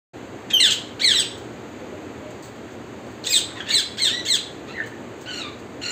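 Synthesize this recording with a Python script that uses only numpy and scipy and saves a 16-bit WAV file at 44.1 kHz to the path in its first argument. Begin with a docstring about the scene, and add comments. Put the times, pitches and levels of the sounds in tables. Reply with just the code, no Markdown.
"""A town courtyard: a ring-necked parakeet on a ledge squawks in bunches, then grumbles more softly.
Membranes in its syrinx make the calls; its throat favours 3-4 kHz. Each squawk climbs as a rasp,
locks into a falling harmonic tone and breaks up again; croaks and whistles open some.
Beak and feet scratch, nearby walls answer, and far traffic, motors and horns sound underneath."""
import sys
import numpy as np
from scipy import signal
from scipy.fft import rfft, irfft
from scipy.io import wavfile
from scipy.ndimage import uniform_filter1d, map_coordinates

SR = 44100
rng = np.random.default_rng(int(sys.argv[2]) if len(sys.argv) > 2 else 0)


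def inscribe(sig):
    """Save sig as 16-bit PCM at rate SR to the path in sys.argv[1].

    A 1-D sig is mono; a 2-D sig holds one channel per row.
    Samples are clipped to [-1, 1] before scaling.
    """
    pcm = np.round(np.clip(np.atleast_2d(sig).T, -1, 1) * 32767)
    wavfile.write(sys.argv[1], SR, pcm.astype(np.int16))


N = 260631
TIME = np.arange(N) / SR
FREQS = np.fft.rfftfreq(N, 1 / SR)

# Loud calls. Each row: tone start, lead-in and fall in seconds, top pitch in Hz, level in dB,
# roughness 0-1, brightness in dB per octave, half-harmonic gain in dB.
SQUAWKS = [ (0.604, 0.0038, 0.085, 2084, -12.5, 0.12, -1, 0),
           (.705, 0.018, 0.043, 1720, -21.5, 0.48, 3, -9), (1.043, .046, 0.099, 2188, -14, 0.12, -1, -6.5),
           (1.150, 0.027, 0.074, 2015, -16.5, 0.13, 3.5, -18),
           (3.329, 0.006, .066, 2163, -16, 0.39, 4, -15.5), (3.738, .05, .074, 2187, -16, .22, 2, -9),
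           (4.020, 0.047, 0.08, 2145, -16.5, .24, 0.1, -2),
           (4.304, 0.052, 0.067, 2103, -15.5, 0.02, 2, -0.5), ]
# Upper-register notes. Each row: start and length in seconds, pitch and fall in Hz,
# level and level change in dB, brightness in dB per octave, shrillness in dB.
WHISTLES = [(.533, .069, 3350, 557, -10, -10, -8.5, 24), (3.294, .034, 2505, 50, -18.5, 1, 6, 5)]
# Call openers. Each row: start and length in seconds, pitch in Hz, level in dB,
# brightness in dB per octave.
CROAKS = [(0.501, 0.018, 1744, -24.5, -2.5), (3.264, 0.014, 1878, -19, 1.5),
          (3.699, 0.024, 1892, -25.5, -2), (3.987, 0.013, 1720, -28, 0.5)]
# Soft nasal notes. Each row: start and length in seconds, start, middle and end pitch in Hz,
# level in dB, roughness 0-1, brightness in dB per octave.
GRUMBLES = [ (3.239, .085, 1431, 1814, 1760, -28.5, .5, 4.5),
            (3.472, 0.049, 1123, 1400, 1440, -44.5, 0.74, -19),
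            (3.551, 0.049, 951, 1052, 1100, -42, 0.55, -24),
            (3.559, 0.069, 1940, 1713, 1570, -35, 0.54, -7),
            (3.658, .06, 1736, 1734, 1623, -32.5, 0.6, -6.5), (3.69, 0.052, 950, 1080, 1130, -44, 0.7, -15),
            (4.086, .13, 1644, 1937, 1899, -28, 0.15, -2), (4.67, 0.064, 1190, 1323, 1390, -39, 0.4, -7),
            (4.737, 0.059, 1952, 2038, 1950, -33, 0.21, -21),
            (4.774, 0.051, 1880, 1818, 1733, -28, 0.3, -30), (4.815, 0.043, 1708, 1863, 2000, -45, 1, -11),
            (5.259, .075, 1436, 1500, 1440, -33.5, 0.22, -5),
            (5.315, 0.12, 1367, 1432, 1223, -31.5, 0.23, 0),
            (5.426, 0.069, 1235, 1178, 1154, -36, 0.22, -10),
            (5.816, 0.17, 1392, 1420, 1436, -28.5, 0.22, -0.5), ]
# Response of throat and open beak. Each row: frequency in Hz, gain in dB.
THROAT = [(700, -39), (1350, -13.5), (1900, -11), (2400, -4.5), (3000, -1), (4150, 2), (4600, -9),
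          (5000, -3.5), (5600, -6), (6500, -17), (8000, -16.5), (10500, -32), (12500, -37), (15000, -32),
          (16000, -41)]
# Beak and foot scrapes. Each row: start in seconds, level in dB, decay time in seconds.
SCRATCHES = [(1.375, -46, 0.018), (2.304, -43.5, 0.012), (2.423, -44, 0.0596), (2.557, -50, .012),
             (2.707, -52, .03), (3.065, -50, .02), (3.103, -51, .04), (4.859, -46, 0.034),
             (5.21, -46.5, 0.035), (5.588, -46, .015)]
# Scrape spectrum. Each row: frequency in Hz, gain in dB.
SCRATCH_SPECTRUM = [(1500, -37.5), (4000, 7), (6300, 7.5), (8000, 7.5), (12000, -13), (15500, -2)]
# Reflections off ledge and house front. Each row: delay in milliseconds, gain in dB.
WALL_ECHOES = [(4.7, -15), (6.1, -13), (8.3, -15), (17.8, -18), (23, -18)]
# Far horns. Each row: start and length in seconds, pitch in Hz, level in dB.
HORNS = [(1.802, 0.062, 510, -38), (1.915, 0.059, 610, -38.5), (2.197, 0.15, 612, -40.5)]
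# Far traffic spectrum. Each row: frequency in Hz, gain in dB.
TRAFFIC_SPECTRUM = [(25, -28), (48, -24), (76, -1), (115, 1), (165, -4), (230, 3.5), (380, 3.5), (700, -5),
                    (1200, -10.5), (2000, -13), (4300, -24), (7000, -23.5), (9000, -34.5), (15500, -44.5)]
# Far motor tones. Each row: frequency in Hz, rms level in dB.
MOTORS = [(114, -53.5), (309, -53.5)]
# Subdued treble bands. Each row: low and high edge in Hz, gain in dB.
TREBLE_DIPS = [(4815, 6130, -9.5), (8615, 11608, -15)]


def squawk(start_s, lead_s, fall_s, top_hz, db, rough, bright, half_db, break_hz=1390, overshoot_hz=78):
    """A hoarse climb, a loud tone sliding down to the breaking pitch, a ragged end."""
    lock_s, release_s = 0.0035, 0.02
    t = np.linspace(start_s - lead_s, start_s + fall_s + release_s, 200)
    climb_hz = np.interp(t, [t[0], start_s - lead_s * .3, start_s],
                         [break_hz, top_hz + overshoot_hz, top_hz])
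    slide_hz = (top_hz - break_hz) * np.maximum((t - start_s) / fall_s, 0) ** 1.12
    stages_s = np.maximum.accumulate([
        t[0], start_s - lead_s / 2, start_s - lock_s,  # lead-in
        start_s, start_s + fall_s * .72, start_s + fall_s, t[-1]])  # lock, fray, break, end
    effort_db = np.interp(t, stages_s, [-15.5, -8, -8, 0, -2, -14, -18.5])
    roughness = np.interp(t, stages_s, [.5, .28, .28, rough, rough, .31, .47])
    return syrinx(t, climb_hz - slide_hz, db + effort_db, roughness, bright, half_db=half_db)


def whistle(start_s, length_s, hz, fall_hz, db, change_db, bright, shrill_db, attack_s=0.0091):
    """A clear high note, thin or bright with overtones, that slips down, quickly at first."""
    age_s = np.linspace(0, length_s, 50)
    effort_db = np.interp(age_s, [0, attack_s, length_s], [-12, 0, change_db])
    pitch_hz = hz - fall_hz * (age_s / length_s) ** 0.62
    return syrinx(start_s + age_s, pitch_hz, db + effort_db, 0.1, bright, shrill_db=shrill_db)


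def croak(start_s, length_s, hz, db, bright, attack_s=0.00627):
    """A brief burst of chaotic vibration."""
    t = start_s + np.array([0, attack_s, length_s])
    return syrinx(t, hz, db + np.array([-12, 0, -6]), rough=0.7, bright=bright, flutter_db=3.5)


def grumble(start_s, length_s, start_hz, mid_hz, end_hz, db, rough, bright,
            attack_s=0.02, release_s=0.021):
    """A soft nasal note on a pitch curve, odd harmonics favoured, hoarser as it swells and fades."""
    age_s = np.linspace(0, length_s, 50)
    parabola = np.polyfit([0, length_s / 2, length_s], [start_hz, mid_hz, end_hz], 2)
    edge = 1 - np.minimum(np.minimum(age_s / attack_s, (length_s - age_s) / release_s), 1)
    husk = undb(-10) * (mid_hz < 1650)  # only low, slack notes leak air
    return syrinx(start_s + age_s, np.polyval(parabola, age_s), db - 9.5 * edge, rough + 0.24 * edge,
                  bright, odd_db=1.6, husk=husk)


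def syrinx(times_s, hz, db, rough, bright, jitter=0.046, flutter_db=6, rasp_db=-3, half_db=-9,
           odd_db=-2, shrill_db=0, husk=0, husk_hz=2200):
    """Vibrating membranes, more chaotic with roughness, heard through the throat; controls at times_s."""
    span = (TIME > times_s[0] - .003) & (TIME < times_s[-1] + .01)
    t = TIME[span]
    hz, db, rough = (np.interp(t, times_s, np.broadcast_to(c, len(times_s))) for c in (hz, db, rough))
    rough, size = np.clip(rough, 0, 1), len(t)
    stagger = .036 * np.sqrt(rough) * wobble(85, size)
    hz = hz * (1 + jitter * rough * wobble(500, size) + stagger)
    phase = 2 * np.pi * np.cumsum(hz) / SR
    voice, power = np.zeros(size), np.zeros(size)
    for k in np.arange(1, 21) / 2:  # uneven alternate cycles add half-harmonics
        colour_db = bright * np.log2(max(k, 1)) + odd_db * (k % 2 == 1)
        gain = throat(k * hz, db, shrill_db) * undb(colour_db) * (k * hz < SR / 2)
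        chaos = 1 - (1 - rough) ** max(1, k - 1.5)  # high overtones break up first
        line = 1 - chaos ** 2 if k % 1 == 0 else undb(half_db) * chaos
        rasp = undb(rasp_db) * (chaos if k % 1 == 0 else chaos ** 2)
        skirt = wobble(299.9, size) * np.sin(k * phase) + wobble(296.1, size) * np.cos(k * phase)
        ragged = undb(min(k + 1, 4) * wobble(80, size))  # membranes close unevenly
        tone = np.sin(k * phase + rng.uniform(0, 2 * np.pi))
        voice += gain * ragged * (line * tone + rasp * skirt)
        power += gain ** 2 * (line ** 2 / 2 + rasp ** 2)
    voice /= np.sqrt(uniform_filter1d(power, size=200))
    air = wobble(620, size) * np.sqrt(2) * np.sin(2 * np.pi * husk_hz * t)
    gate = np.interp(t, [t[0], times_s[0], times_s[-1], t[-1]], [0, 1, 1, 0])
    level = undb(db + flutter_db * rough * wobble(252.2, size))
    out = np.zeros(N)
    out[span] = (voice + husk * air) * gate * level
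    return out


def throat(hz, effort_db, shrill_db, closed_hz=6900, open_hz=8100, boom_hz=1310):
    """Throat gain: as the beak opens for loud notes, its resonance climbs and a low boom fades."""
    opening = np.interp(effort_db, [-26, -18], [0, 1])
    beak_hz = closed_hz + (open_hz - closed_hz) * opening
    beak_db = 10 / (1 + ((hz - beak_hz) / 600) ** 2)
    boom_db = (1 - opening) * 6 / (1 + ((hz - boom_hz) / 1060) ** 2)
    top_db = np.interp(hz, [8100, 12000], [0, shrill_db])
    return gain_at(hz, THROAT) * undb(beak_db + boom_db + top_db)


def scratches(attack_s=0.0024, grain_db=4):
    """Beak and feet: short grainy scrapes."""
    envelope = np.zeros(N)
    for start_s, db, decay_s in SCRATCHES:
        age_s = np.maximum(TIME - start_s, 0)
        envelope += undb(db) * np.minimum(age_s / attack_s, 1) * np.exp(-(age_s / decay_s) ** 2)
    return envelope * unit(noise(SCRATCH_SPECTRUM) * undb(grain_db * wobble(300, N)))


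def courtyard(x, t60_s=0.46, treble_t60_s=0.26, split_hz=6000, tail_db=-7, direct_db=-2):
    """Direct sound, near reflections and a diffuse tail whose treble dies first."""
    t = TIME[:SR]
    tail = np.zeros(SR)
    for band, decay_s in (("low", t60_s), ("high", treble_t60_s)):
        sos = signal.butter(2, split_hz, band, fs=SR, output="sos")
        tail += signal.sosfilt(sos, rng.standard_normal(SR)) * undb(-60 * t / decay_s)
    tail *= np.minimum(t / 0.00133, 1)
    response = undb(tail_db) * tail / np.sqrt(np.sum(tail ** 2))
    response[0] += undb(direct_db)
    for delay_ms, db in WALL_ECHOES:
        response[int(delay_ms * SR / 1000)] += undb(db)
    return signal.fftconvolve(x, response)[:N]


def horns():
    """Brief toots, so distant that one soft tone is left of each."""
    out = np.zeros(N)
    for start_s, length_s, hz, db in HORNS:
        envelope = np.sin(np.pi * np.clip((TIME - start_s) / length_s, 0, 1))
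        out += undb(db) * np.sqrt(2) * envelope * np.sin(2 * np.pi * hz * TIME)
    return out


def town(traffic_db=-37, swell_db=0.44, flicker_db=1.07, waver_hz=4):
    """Far traffic that swells gently, with wavering motor tones."""
    murk = noise(TRAFFIC_SPECTRUM)
    rumble = signal.sosfiltfilt(signal.butter(2, 900, fs=SR, output="sos"), murk)
    traffic = rumble * undb(flicker_db * wobble(7, N)) + murk - rumble
    hum = np.zeros(N)
    for hz, db in MOTORS:
        phase = 2 * np.pi * np.cumsum(hz + waver_hz * wobble(6, N)) / SR
        hum += undb(db) * unit(np.sin(phase))
    return traffic * undb(traffic_db + swell_db * wobble(0.718, N)) + hum


def undb(db):
    """Decibels to gain."""
    return 10 ** (np.asarray(db) / 20)


def unit(x):
    """Scale to rms 1."""
    return x / np.sqrt(np.mean(x ** 2))


def gain_at(hz, spectrum):
    """Gain of a (Hz, dB) spectrum, interpolated in log frequency."""
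    knots_hz, db = np.transpose(spectrum)
    return undb(np.interp(np.log(np.maximum(hz, 1)), np.log(knots_hz), db))


def noise(spectrum):
    """Shaped noise of rms 1."""
    return unit(irfft(rfft(rng.standard_normal(N)) * gain_at(FREQS, spectrum), N))


def wobble(rate_hz, size):
    """Smooth random motion up to rate_hz, spread about 1."""
    step = SR / rate_hz / 2
    knots = rng.standard_normal(int(size / step) + 4)
    return map_coordinates(knots, [np.arange(size) / step + 1], order=3, mode="nearest")


def scene():
    """Calls and scratches among the walls, over the town."""
    calls = [(squawk, SQUAWKS), (whistle, WHISTLES), (croak, CROAKS), (grumble, GRUMBLES)]
    bird = sum(call(*row) for call, rows in calls for row in rows) + scratches()
    return (courtyard(bird) + town() + horns())[None]


def record(dry, silence_s=0.133, fade_s=0.0089, top_hz=15500):
    """Two treble dips, a quick fade-in after silence, a steep low-pass."""
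    dips_db = sum(db * np.interp(FREQS, [lo - 80, lo + 80, hi - 80, hi + 80], [0, 1, 1, 0])
                  for lo, hi, db in TREBLE_DIPS)
    coloured = irfft(rfft(dry) * undb(dips_db), N)
    fade_in = np.clip((TIME - silence_s) / fade_s, 0, 1)
    return signal.sosfilt(signal.ellip(10, .2, 80, top_hz, fs=SR, output="sos"), coloured * fade_in)


dry = scene()
out = record(dry)
inscribe(out)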